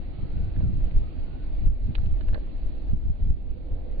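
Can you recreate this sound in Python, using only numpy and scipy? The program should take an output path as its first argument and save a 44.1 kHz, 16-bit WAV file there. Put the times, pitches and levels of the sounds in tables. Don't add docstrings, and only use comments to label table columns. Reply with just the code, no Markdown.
import sys
import numpy as np
from scipy import signal
from scipy.io import wavfile
from scipy.ndimage import uniform_filter1d

SR = 44100
rng = np.random.default_rng(int(sys.argv[2]) if len(sys.argv) > 2 else 0)


def dump_mix(stems):
    frames = np.atleast_2d(stems).T
    limited = np.clip(frames, -1, 1)
    pcm = np.round(limited * 32767).astype(np.int16)
    wavfile.write(sys.argv[1], SR, pcm)


N = 176400
TIME = np.arange(N) / SR

# t/s, rumble drive/dB, flutter drive/dB
GUST_DRIVE = [(0.0, -27, -45), (0.17, -45, -40.5), (0.24, -30.5, -32), (0.28, -44.5, -43),
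              (0.32, -29.5, -40), (0.38, -32, -30.5), (0.5, -32.5, -35), (0.54, -34, -45),
              (0.58, -29, -26.5), (0.606, -23, -36), (0.635, -28.5, -25.5), (0.73, -29.5, -32.5),
              (0.84, -22, -38.5), (0.91, -37, -38), (0.97, -18.5, -35), (1.12, -39.5, -48.5),
              (1.19, -37.5, -31), (1.22, -30.5, -50), (1.31, -40, -40.5), (1.53, -29, -49.5),
              (1.57, -25, -47), (1.65, -25.5, -31), (1.68, -17, -35), (1.705, -18.5, -43),
              (1.76, -34.5, -46), (1.86, -20.5, -39.5), (1.89, -44, -26.5), (1.96, -29.5, -48),
              (1.99, -22, -37.5), (2.07, -29, -33.5), (2.12, -18, -34), (2.17, -23, -58.5),
              (2.29, -25.5, -41.5), (2.33, -20, -34.5), (2.37, -30.5, -49), (2.47, -34, -60),
              (2.54, -34, -56), (2.67, -23.5, -42.5), (2.72, -33, -49.5), (2.85, -34.5, -42.5),
              (2.89, -23.5, -51.5), (2.93, -24, -26.5), (2.99, -32, -43.5), (3.1, -22, -33),
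              (3.17, -38.5, -56.5), (3.2, -26.5, -36), (3.28, -24.5, -32.5), (3.31, -17.5, -31),
              (3.36, -34, -48.5), (3.46, -34, -45.5), (3.51, -29, -52), (3.56, -42.5, -40.5),
              (3.69, -31.5, -51), (3.72, -30, -35.5), (3.81, -37.5, -43.5), (3.92, -32.5, -48.5),
              (3.98, -28, -64.5)]
# f/Hz, relative density/dB
EDDY_SPECTRUM = [(12, 4), (25, 2), (40, -1), (78, -8), (120, -21), (180, -30), (330, -50.5), (700, -61.5)]
# f/Hz, lag/s
PORT_LAG = [(20, 0.0033), (60, 0.0035), (110, 0.0022), (220, 0.0011), (400, 0.00031)]
# t/s, snap drive/dB, knock drive/dB, low-pass f/Hz, spot drive/dB, spot f/Hz
CONTACTS = [(0.562, -50, -42, 2180, -35, 1950), (0.602, -51, -50, 2000, -35, 2100),
            (0.607, -52, -33.5, 900, -26, 680), (.912, -56, -59, 2570, -32, 2120),
            (1.948, -44, -55, 4500, -34, 2800), (1.9527, -24.5, -36, 4240, -25.5, 3230),
            (1.983, -38, -48, 1700, -25, 1500), (2.06, -43, -55, 5000, -41.5, 4200),
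            (2.189, -47, -49.5, 3000, -40, 3200), (2.2099, -36.5, -37, 5000, -31.5, 1970),
            (2.283, -43.5, -43, 3400, -31, 2800), (2.2855, -41, -33.5, 2000, -29, 1600),
            (2.332, -38, -37, 1900, -36, 1750), (2.3444, -33.5, -30, 6000, -28, 4200),
            (2.347, -47, -29, 1700, -27, 1720), (2.358, -59, -31, 1400, -24, 680),
            (2.377, -50, -27, 550, -30, 620)]
# f/Hz, gain/dB, T60/s
SHELL_MODES = [(1310, -18, 0.009), (1700, -22.5, 0.0065), (2110, -9.5, 0.012), (2610, 3, 0.0059),
               (2974, -3, 0.01), (3490, -3.5, 0.0054), (3770, 0.5, 0.012), (4290, -15, 0.0096)]
# f/Hz, gain/dB, T60/s
BODY_MODES = [(490, -3.5, 0.022), (600, 5, 0.019), (800, -2.5, 0.011), (1018, 0.5, 0.0093),
              (1574, -2.5, 0.041), (1720, 1, 0.027)]
# f/Hz, relative density/dB
WASH_SPECTRUM = [(100, 6), (200, 0.5), (300, 2.5), (385, -6), (520, -9), (700, -11), (900, -21),
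                 (1150, -25), (1600, -27), (2000, -26), (2750, -26), (3400, -32.5), (3850, -27.5),
                 (4500, -33)]
# f/Hz, left minus right/dB
WASH_PAN = [(150, -8.5), (330, -5.5), (650, -14), (1180, 1.5), (2100, -6.5), (4000, -5)]
# t/s, depth/dB, recovery/(dB/s)
WASH_DIPS = [(0.644, 2.5, 12.5), (1.674, 5.5, 18.5), (2.924, 5, 3.5), (3.304, 6.5, 8)]
# f/Hz, width/Hz, relative level/dB
DRONE_BANDS = [(436, 42, -9), (511.5, 50, -2.5), (633, 220, -9)]
# t/s, f/Hz
WHISTLE_CONTOURS = [
    [(.08, 1245), (.16, 1280), (.3, 1300), (.35, 1470), (.43, 1520), (.57, 1545), (.62, 1490), (.69, 1260),
     (.76, 1160)],
    [(1.0, 1235), (1.14, 1275), (1.27, 1420), (1.36, 1460), (1.52, 1560)],
]
WHISTLE_LEVELS = [-70, -73]


def wind(gain_db=4, rumble_hz=47.4, flutter_hz=115.7, lowpass_hz=298):
    gust_s, *drives_db = np.transpose(GUST_DRIVE)
    rumble_db, flutter_db = (np.interp(TIME, gust_s, db) for db in drives_db)
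    rumble_swing_db = 0.9 * (rumble_db - rumble_db.mean())
    flutter_swing_db = 1.63 * (flutter_db - flutter_db.mean()) + 1.5 * drift(rate_hz=62)
    out = 0
    for low_hz, high_hz, hz, gain in bands(EDDY_SPECTRUM, np.geomspace(10, 900, 12)):
        eddies = band_noise(low_hz, high_hz, correlation=0.82)
        eddies[1] = np.interp(TIME - at_hz(PORT_LAG, hz), TIME, eddies[1])
        eddies = steadied(eddies, span_s=0.05)
        flutter_share = at_hz([(rumble_hz, 0), (flutter_hz, 1)], hz)
        swing_db = (1 - flutter_share) * rumble_swing_db + flutter_share * flutter_swing_db
        out += gain * from_db(swing_db) * pan(-3 * flutter_share) * eddies
    return from_db(gain_db + rumble_db.mean()) * lowpass(out, lowpass_hz)


def handling(gain_db=-11.5, grit=0.086, grit_decay_s=0.0045, left_lag_s=0.00034):
    snap, knock, spots = np.zeros((3, 2, N))
    age_s = TIME[:SR // 20]
    for start_s, snap_db, knock_db, lowpass_hz, spot_db, spot_hz in CONTACTS:
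        force = grit * rng.standard_normal((2, len(age_s))) * np.exp(-age_s / grit_decay_s)
        force[0, int(left_lag_s * SR)] += 1
        force[1, 0] += 1
        force = lowpass(force, lowpass_hz)
        start = int(start_s * SR)
        span = slice(start, start + len(age_s))
        snap[:, span] += from_db(snap_db) * force
        knock[:, span] += from_db(knock_db) * force
        spots[:, span] += from_db(spot_db) * ring(force, spot_hz, t60_s=0.0054)
    shell = sum(from_db(db) * ring(snap, hz, t60_s) for hz, db, t60_s in SHELL_MODES)
    body = sum(from_db(db) * ring(knock, hz, t60_s) for hz, db, t60_s in BODY_MODES)
    return from_db(gain_db) * pan(-8) * (shell + body + spots)


def wash(gain_db=-44, murmur_hz=330, hiss_hz=1100, fade_db_per_s=0.44, wander_db=1.5):
    dip_db = wash_dip_db()
    murmur_db = 0.81 * dip_db
    hiss_db = dip_db - fade_db_per_s * (TIME - TIME.mean())
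    out = 0
    for low_hz, high_hz, hz, gain in bands(WASH_SPECTRUM, np.geomspace(100, 5000, 29)):
        hiss_share = at_hz([(murmur_hz, 0), (hiss_hz, 1)], hz)
        swing_db = hiss_share * hiss_db + (1 - hiss_share) * murmur_db
        swing_db += wander_db * drift(rate_hz=8.6)
        out += gain * from_db(swing_db) * pan(at_hz(WASH_PAN, hz)) * band_noise(low_hz, high_hz)
    return from_db(gain_db) * out


def wash_dip_db(attack_s=0.005):
    deepest_db = np.zeros(N)
    for start_s, depth_db, recovery_db_per_s in WASH_DIPS:
        age_s = TIME - start_s
        onset = np.clip(age_s / attack_s, 0, 1)
        deepest_db = np.maximum(deepest_db, onset * (depth_db - recovery_db_per_s * age_s))
    return -deepest_db


def drone(gain_db=-49.5, full_at_s=3.75, rise_db_per_s=36.5):
    swell_db = -rise_db_per_s * np.maximum(full_at_s - TIME, 0)
    hum = sum(from_db(db) * band_noise(hz - width_hz / 2, hz + width_hz / 2)
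              for hz, width_hz, db in DRONE_BANDS)
    return from_db(gain_db + swell_db) * pan(-11.5) * hum


def bird(fade_s=0.05, waver=0.011, flicker_db=2, scatter_db=-4, scatter_hz=44.9):
    out = np.zeros((2, N))
    for contour, level_db in zip(WHISTLE_CONTOURS, WHISTLE_LEVELS):
        times_s, pitches_hz = np.transpose(contour)
        hz = np.interp(TIME, times_s, pitches_hz) * (1 + waver * drift(rate_hz=25))
        tone = np.exp(2j * np.pi * np.cumsum(hz) / SR)
        gate = np.clip(np.minimum(TIME - times_s[0], times_s[-1] - TIME) / fade_s, 0, 1)
        envelope = gate * from_db(level_db + flicker_db * drift(rate_hz=11))
        scatter = np.array([drift(scatter_hz) + 1j * drift(scatter_hz) for _ in range(2)])
        out += envelope * np.real((1 + from_db(scatter_db) * scatter) * tone)
    return out


def from_db(db):
    return 10 ** (np.asarray(db) / 20)


def unit_rms(x):
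    return x / np.sqrt(np.mean(x ** 2) + 1e-20)


def at_hz(points, hz):
    points_hz, values = np.transpose(points)
    return np.interp(np.log(hz), np.log(points_hz), values)


def pan(db):
    return unit_rms(from_db(np.array([[db], [-db]]) / 2))


def lowpass(x, hz):
    return signal.sosfilt(signal.butter(2, hz, fs=SR, output="sos"), x)


def drift(rate_hz):
    hop, warmup = 40, 2000
    pole = np.exp(-2 * np.pi * rate_hz * hop / SR)
    noise = rng.standard_normal(N // hop + warmup + 2)
    slow = signal.lfilter([1], [1, -2 * pole, pole * pole], noise)[warmup:]
    return np.interp(np.arange(N) / hop, np.arange(len(slow)), unit_rms(slow))


def band_noise(low_hz, high_hz, correlation=0.033):
    sos = signal.butter(2, [low_hz, high_hz], "band", fs=SR, output="sos")
    mid, side = signal.sosfilt(sos, rng.standard_normal((2, N + SR // 2)))[:, -N:]
    return unit_rms(np.sqrt(1 + correlation) * mid + np.sqrt(1 - correlation) * side * [[1], [-1]])


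def bands(spectrum, edges_hz):
    centres_hz = np.sqrt(edges_hz[1:] * edges_hz[:-1])
    gains = from_db(at_hz(spectrum, centres_hz)) * np.sqrt(np.diff(edges_hz))
    return zip(edges_hz, edges_hz[1:], centres_hz, gains / np.linalg.norm(gains))


def steadied(x, span_s):
    power = uniform_filter1d(np.mean(x ** 2, axis=0), int(span_s * SR))
    return x / np.sqrt(power + 1e-9)


def ring(force, hz, t60_s):
    radius = from_db(-60 / (t60_s * SR))
    angle = 2 * np.pi * hz / SR
    return signal.lfilter([0, np.sin(angle)], [1, -2 * radius * np.cos(angle), radius ** 2], force + 1e-18)


def scene():
    return wind() + handling() + drone() + wash() + bird()


def record(dry, cutoff_hz=4670):
    return signal.sosfilt(signal.ellip(10, 0.2, 80, cutoff_hz, fs=SR, output="sos"), dry)


dry = scene()
out = record(dry)
dump_mix(out)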